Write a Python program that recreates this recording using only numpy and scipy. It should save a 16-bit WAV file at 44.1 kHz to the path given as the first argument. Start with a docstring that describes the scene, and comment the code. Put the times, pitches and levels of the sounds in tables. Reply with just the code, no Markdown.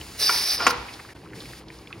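"""A faint hiss and sizzle come first: steam leaves the vent pipe of a pressure canner rumbling on a stove.
A metal weight is held over the pipe; the turbulent jet rushes against it and whistles in its hollow.
The weight knocks on the pipe, slides down and seats with a clunk that rings the modes of the lid.
Then the closed pot seethes and ticks as bubbles collapse in it, with a faint hiss and a growing hum."""
import sys
import numpy as np
from scipy import signal
from scipy.fft import rfft, irfft
from scipy.io import wavfile

SR = 44100
rng = np.random.default_rng(int(sys.argv[2]) if len(sys.argv) > 2 else 0)


def output_pcm(signal):
    """Save a mono or channel-first signal as 16-bit PCM at the path in sys.argv[1].

    Samples are clipped to [-1, 1] before scaling.
    """
    pcm = np.clip(np.atleast_2d(signal).T, -1, 1) * 32767
    wavfile.write(sys.argv[1], SR, np.round(pcm).astype(np.int16))


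N = 88200

# spectrum of the metal's reverberant tail and of its scraping: (f/Hz, density level/dB)
METAL_SPECTRUM = [(40, -115), (100, -83), (200, -71), (450, -63), (600, -67.5), (950, -57.5), (1400, -62),
                  (1700, -64.5), (2600, -66), (3300, -70.5), (5200, -72), (8000, -89.5), (16000, -109)]


def from_db(db):
    """Amplitude ratio: tenfold for every 20 dB."""
    return 10 ** (np.asarray(db) / 20)


def rms_one(x):
    """Normalisation to unit mean power."""
    return x / np.sqrt(np.mean(x ** 2) + 1e-20)


def level(points):
    """Amplitude envelope, linear in decibels between (t/s, level/dB) points."""
    return from_db(np.interp(np.arange(N) / SR, *np.transpose(points)))


def at_hz(points, hz):
    """Interpolation on a logarithmic frequency axis."""
    f, value = np.transpose(points)
    return np.interp(np.log(hz + 0.0011), np.log(f), value)


def flutter(rate_hz, depth_db):
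    """Random amplitude modulation: low-passed noise moves the level by depth_db rms."""
    pole = np.exp(-2 * np.pi * rate_hz / SR)
    drift = signal.lfilter([1], [1, -2 * pole, pole * pole], rng.standard_normal(2 * N))[N:]
    return from_db(depth_db * rms_one(drift))


def noise(spectrum=None, diffuse=1):
    """Partly coherent stereo noise, white or shaped; coherence is lower in the treble and when diffuse."""
    # left-right coherence of the diffuse field: (f/Hz, coherence)
    coherence = [(60, .9995), (300, .99), (700, 0.88), (1400, .96), (2800, 0.86), (5000, 0.94), (9500, 0.9),
                 (14000, 0.9)]
    hz = np.arange(N // 2 + 1) * SR / N
    alike = np.clip(at_hz(coherence, hz), 0, 1) ** diffuse
    mid, side = rfft(rng.standard_normal((2, N)))
    both = np.sqrt((1 + alike) / 2) * mid + np.sqrt((1 - alike) / 2) * side * [[1], [-1]]
    return irfft(both if spectrum is None else both * from_db(at_hz(spectrum, hz)) * np.sqrt(SR / 2), N)


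def resonance(x, hz, width_hz):
    """Forced resonance: two stages in cascade, each width_hz wide, give steep skirts; unit rms."""
    b, a = signal.iirpeak(hz, hz / width_hz, fs=SR)
    return rms_one(signal.lfilter(b, a, signal.lfilter(b, a, x)))


def ring(clicks, hz, t60):
    """Damped oscillator: a unit impulse starts a decaying sine of amplitude 1."""
    r, w = from_db(-60 / (t60 * SR)), 2 * np.pi * hz / SR
    return signal.lfilter([0, np.sin(w)], [1, -2 * r * np.cos(w), r * r], clicks + 1e-18)


def burst(start, rise_s, t60):
    """Transient envelope: a quick rise, then exponential decay by 60 dB in t60 seconds."""
    age = np.maximum(np.arange(N) / SR - start, 0)
    return (1 - np.exp(-age / rise_s)) * np.exp(-np.log(1000) * age / t60)


def kitchen(x, wet_db=-8):
    """Early reflections: lid, hood and walls add a short, dense response; power is conserved."""
    response = noise() * burst(start=0.0012, rise_s=0.0005, t60=0.091)
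    response = response / np.sqrt(np.sum(response ** 2) / 2)
    reflections = signal.fftconvolve(x, response, axes=1)[:, :N]
    wet = from_db(wet_db)
    return (x + wet * reflections) / np.sqrt(1 + wet ** 2)


def vent_hiss():
    """Turbulent flow noise: steam hisses faintly at the vent, and the pipe sizzles until covered."""
    # envelopes of the leak and the open pipe: (t/s, level/dB)
    leak_levels = [(0.0, 2), (0.17, 1.5), (0.8, -3), (0.94, 0), (1.12, -5), (1.16, -9), (1.335, -12.5),
                   (1.355, 1), (1.42, 2), (1.59, 0.5), (1.63, -14), (1.68, -14.5), (1.73, -1), (1.84, -9),
                   (2.0, -7.5)]
    sizzle_levels = [(0.18, -3), (0.24, -35), (0.3, -100)]
    # their spectra: (f/Hz, density level/dB)
    leak_spectrum = [(200, -100), (1000, -90), (2300, -83), (3200, -86.5), (4800, -81), (6000, -89.5),
                     (8800, -89), (12000, -93.5), (16000, -100)]
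    sizzle_spectrum = [(1000, -120), (5200, -94), (7000, -83.5), (9000, -88), (12000, -93), (16000, -92)]
    leak = noise(leak_spectrum) * level(leak_levels) * flutter(rate_hz=28, depth_db=1.07)
    sizzle = noise(sizzle_spectrum) * level(sizzle_levels)
    return kitchen(leak) + sizzle


def simmer(bubbles_per_s=63, bubble_db=-59, spread_db=4.0, ring_cycles=14):
    """Bubbles collapse as a Poisson process, each a damped oscillation, over the pot's rumble."""
    # spectrum of the rumble: (f/Hz, density level/dB)
    rumble_spectrum = [(22, -104), (38, -83), (56, -62), (80, -71.5), (115, -68), (190, -73), (270, -76.5),
                       (340, -73), (600, -81.5), (950, -80), (1400, -88.5), (2300, -89), (5000, -100),
                       (16000, -120)]
    pitches_hz = np.geomspace(800, 4200, 14)
    sizes = from_db(spread_db * np.minimum(rng.exponential(1, N), 2)) * rng.choice([-1, 1], N)
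    collapses = sizes * (rng.random(N) < bubbles_per_s / SR)
    pitch_index = rng.integers(0, len(pitches_hz), N)
    pops = np.zeros((2, N))
    for k, hz in enumerate(pitches_hz):
        ear_gains = from_db(rng.normal(0, 1, (2, 1)))
        pops += ring(collapses * (pitch_index == k), hz, ring_cycles / hz) * ear_gains
    rumble = noise(rumble_spectrum) * flutter(rate_hz=18, depth_db=2.0)
    return rumble + from_db(bubble_db) * rms_one(pops)


def ticks(band_ratio=1.58, room_db=-24):
    """Boiling bubbles pop in the pot: broad, heavily damped resonances, each with a brief reverberation."""
    # ticks of the pot: (t/s, level/dB, f/Hz, T60/s)
    pot_ticks = [(0.012, -33, 2940, 0.026), (0.883, -36.5, 2320, 0.13), (0.937, -36.5, 4200, 0.053),
                 (0.993, -33, 1410, 0.045), (0.998, -33.5, 2090, 0.033), (1.048, -38.5, 1430, 0.047),
                 (1.088, -40.5, 1950, 0.13), (1.166, -43.5, 2000, 0.031), (1.259, -37.5, 1140, 0.043),
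                 (1.303, -41.5, 2040, 0.022), (1.333, -37.5, 1750, 0.035), (1.403, -34, 3700, 0.045),
                 (1.455, -32.5, 2360, 0.017), (1.515, -38, 2390, 0.014), (1.533, -33.5, 1850, 0.025),
                 (1.683, -41.5, 4000, 0.044), (1.702, -34.5, 1930, 0.023), (1.787, -42, 4500, 0.017),
                 (1.872, -37, 2810, 0.027), (1.905, -35, 1220, 0.054), (1.9274, -15, 2440, 0.0052)]
    out, white = np.zeros((2, N)), noise()
    for start, db, hz, t60 in pot_ticks:
        direct = burst(start, rise_s=0.00024, t60=t60)
        room = from_db(room_db) * burst(start, rise_s=0.0014, t60=0.11)
        tick = from_db(db) * (direct + room) * resonance(white, hz, width_hz=0.54 * hz)
        band = signal.butter(2, [hz / band_ratio, hz * band_ratio], "band", fs=SR, output="sos")
        out += signal.sosfilt(band, tick + 1e-18)
    return out


def steam_jet():
    """An impinging jet rushes on the weight and drives the cavity resonances of its hollow."""
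    # envelopes of the rush and the whistle: (t/s, level/dB)
    rush_levels = [(0.12, -77), (0.17, -24), (0.2, 0.5), (0.24, 1.5), (0.29, 2), (0.41, -1), (0.55, 0),
                   (0.582, -14), (0.66, -10.5), (0.71, -4), (0.76, -78)]
    whistle_levels = [(0.18, -74), (0.212, -29.5), (0.235, -19), (0.28, -19), (0.305, -25.5), (0.37, -25),
                      (0.42, -28.5), (0.515, -22.5), (0.575, -32), (0.65, -29.5), (0.71, -32), (0.78, -120)]
    # spectrum of the rush: (f/Hz, density level/dB)
    rush_spectrum = [(30, -120), (100, -94), (400, -70.5), (1000, -72.5), (2300, -65), (3200, -72),
                     (4200, -62.5), (5900, -61.5), (7300, -83), (8800, -65.5), (12000, -71.5), (16000, -74)]
    # resonances of the hollow: (f/Hz, half-width of one stage/Hz, relative level/dB)
    cavity_modes = [(4554, 41, -5), (4740, 51, -8), (4950, 77, 0.5), (5083, 57, -5), (5360, 45, -13),
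                    (5320, 110, -4), (5553, 53, -5), (3920, 650, -6.5)]
    rush = noise(rush_spectrum) * level(rush_levels) * flutter(rate_hz=30, depth_db=1.07)
    cavity = sum(from_db(db) * resonance(noise(), hz, 2 * half) for hz, half, db in cavity_modes)
    sputter = flutter(rate_hz=320, depth_db=2.2)
    whistle = rms_one(cavity) * level(whistle_levels) * sputter
    return kitchen(rush) + whistle


def struck(modes, times, strength_db, scatter_db):
    """Modal superposition: blows ring each mode, its level varying from blow to blow and ear to ear."""
    out = np.zeros((2, N))
    for k, (hz, db, t60) in enumerate(modes):
        blow_db = strength_db + db + scatter_db * rng.standard_normal(len(times))
        clicks = np.zeros(N)
        clicks[(times * SR).astype(int)] = from_db(blow_db)
        ear_gains = from_db(2.5 * rng.uniform(-1.34, 1, (2, 1)))
        out += (-1) ** k * ring(clicks, hz, t60) * ear_gains
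    return out


def weight_knocks(radiation_cutoff_hz=168):
    """Impact excitation: each touch cracks, rings weight and lid, and reverberates in pot and kitchen."""
    # contacts with the pipe: (t/s, weight level/dB, crack level/dB, lid level/dB)
    knocks = [(0.2943, 1, -14, -7), (0.2995, -5, -22, -19), (0.3412, -16.5, -40, -27),
              (0.604, -9, -31, -11), (0.6104, -18, -22, -20), (0.6212, -12.5, -22, -8.5),
              (0.6663, -3, 4.5, -2.5), (0.6700, -0.5, 1, 2), (0.6777, -30, -5, -6.5),
              (0.7032, -27, -9.5, -19), (0.706, -12, -12, -25)]
    # modes of the weight on the pipe and of the lid: (f/Hz, level/dB, T60/s)
    weight_modes = [(480, -31.5, 0.02), (732, -28.5, 0.041), (980, -21.5, 0.022), (1070, -15.5, 0.027),
                    (1408, -9.5, 0.04), (1525, -25, 0.034), (1766, -20.5, 0.027), (2360, -17, 0.028),
                    (2906, -21.5, 0.021)]
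    lid_modes = [(253, -42.5, 0.42), (344.3, -33, 0.19), (486, -34.5, 0.39), (695, -22, 0.089),
                 (795, -45.5, 1), (887, -32, 0.39), (965, -32.5, 0.58), (1056, -33.5, 0.36),
                 (1200, -47, 0.35), (1378, -34, 0.41), (1412, -37.5, 0.23), (1615, -54, 0.35),
                 (1930, -45, 0.52), (2640, -37.5, 0.25), (2850, -38, 0.27)]
    # spectrum of the crack: (f/Hz, density level/dB)
    crack_spectrum = [(30, -110), (90, -72), (190, -47.5), (600, -50.5), (1200, -39.5), (2800, -46.5),
                      (3300, -53.5), (5600, -50), (7300, -55.5), (9500, -63), (16000, -73)]
    times, weight_db, crack_db, lid_db = np.transpose(knocks)
    # incoherent bursts add in power
    crack_power, tail_power = np.zeros((2, N))
    for start, crack_gain, tail_gain in zip(times, from_db(crack_db), from_db(lid_db)):
        crack_power += (crack_gain * burst(start, rise_s=0.00045, t60=0.029)) ** 2
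        tail_power += (tail_gain * burst(start, rise_s=0.0015, t60=0.74)) ** 2
    weight = struck(weight_modes, times, weight_db, scatter_db=0.5)
    lid = struck(lid_modes, times, lid_db, scatter_db=3.0)
    radiation = signal.butter(2, radiation_cutoff_hz, "high", fs=SR, output="sos")
    crack = np.sqrt(crack_power) * noise(crack_spectrum)
    tail = np.sqrt(tail_power) * noise(METAL_SPECTRUM, diffuse=9.0)
    return signal.sosfilt(radiation, weight + lid) + crack + tail


def weight_slide():
    """Sliding friction: metal rubs roughly on metal as the weight goes down the pipe."""
    # envelope of the scrape: (t/s, level/dB)
    scrape_levels = [(0.53, -68), (0.575, -13), (0.608, 2), (0.635, -2.5), (0.66, -3), (0.68, -73)]
    return noise(METAL_SPECTRUM) * level(scrape_levels) * flutter(rate_hz=140, depth_db=2.5)


def seething():
    """The closed pot's simmer swells as low noise; a narrow, noise-driven resonance grows into a hum."""
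    # envelopes of the swell and the hum: (t/s, level/dB)
    swell_levels = [(1.13, -20), (1.18, -3.5), (1.38, 4.5), (1.5, -4), (1.7, -4), (2.0, -6)]
    hum_levels = [(1.1, -66), (1.2, -54), (1.55, -53.5), (1.72, -49)]
    # spectrum of the swell: (f/Hz, density level/dB)
    swell_spectrum = [(40, -110), (105, -69.5), (170, -66.5), (230, -75), (345, -71.5), (470, -72),
                      (620, -90), (1500, -110), (8000, -140)]
    hum = level(hum_levels) * resonance(noise(), hz=319.6, width_hz=9.7)
    return level(swell_levels) * noise(swell_spectrum) + hum


def from_vent(x):
    """Level difference between channels: the upper mids place the vent a little to the right."""
    # balance of the vent: (f/Hz, left minus right level/dB)
    balance = [(2000, -0.2), (2850, -3), (3500, -1.5), (4550, -3.5), (5400, 1.5), (7000, -0.4)]
    hz = np.arange(N + 1) * SR / (2 * N)
    channel_gains = from_db(at_hz(balance, hz) * [[.5], [-.5]])
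    return irfft(rfft(x, 2 * N) * channel_gains)[:, :N]


def stereo_pair(x):
    """Phase difference between microphones: the right lags the left, mostly in the treble."""
    # lag of the right channel: (f/Hz, phase/rad)
    phase_lag = [(1900, 0), (2700, 0.63), (4200, 0.75), (5150, 0.7), (7200, 1), (10000, 7.5), (11200, 6),
                 (12900, 10), (14100, 3.5), (15600, 12.5)]
    hz = np.arange(N + 1) * SR / (2 * N)
    lag = np.interp(hz, *np.transpose(phase_lag))
    right = irfft(rfft(x[1], 2 * N) * np.exp(-1j * lag))[:N]
    return np.array([x[0], right])


def scene():
    """Linear superposition of steam, pot and weight."""
    pot = vent_hiss() + simmer() + ticks()
    closing = from_vent(steam_jet() + weight_knocks() + weight_slide())
    return pot + closing + seething()


def record(dry, cutoff_hz=16000):
    """Stereo pickup: the level dips briefly, soft saturation rounds peaks and a low-pass cuts the top."""
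    # brief dip in level: (t/s, level/dB)
    dip = [(1.134, -1.5), (1.137, -17), (1.141, -22), (1.146, -15), (1.152, -2.5)]
    rounded = np.tanh(stereo_pair(dry) * level(dip))
    low_pass = signal.ellip(12, .1, 80, cutoff_hz, fs=SR, output="sos")
    return signal.sosfilt(low_pass, rounded)


dry = scene()
out = record(dry)
output_pcm(out)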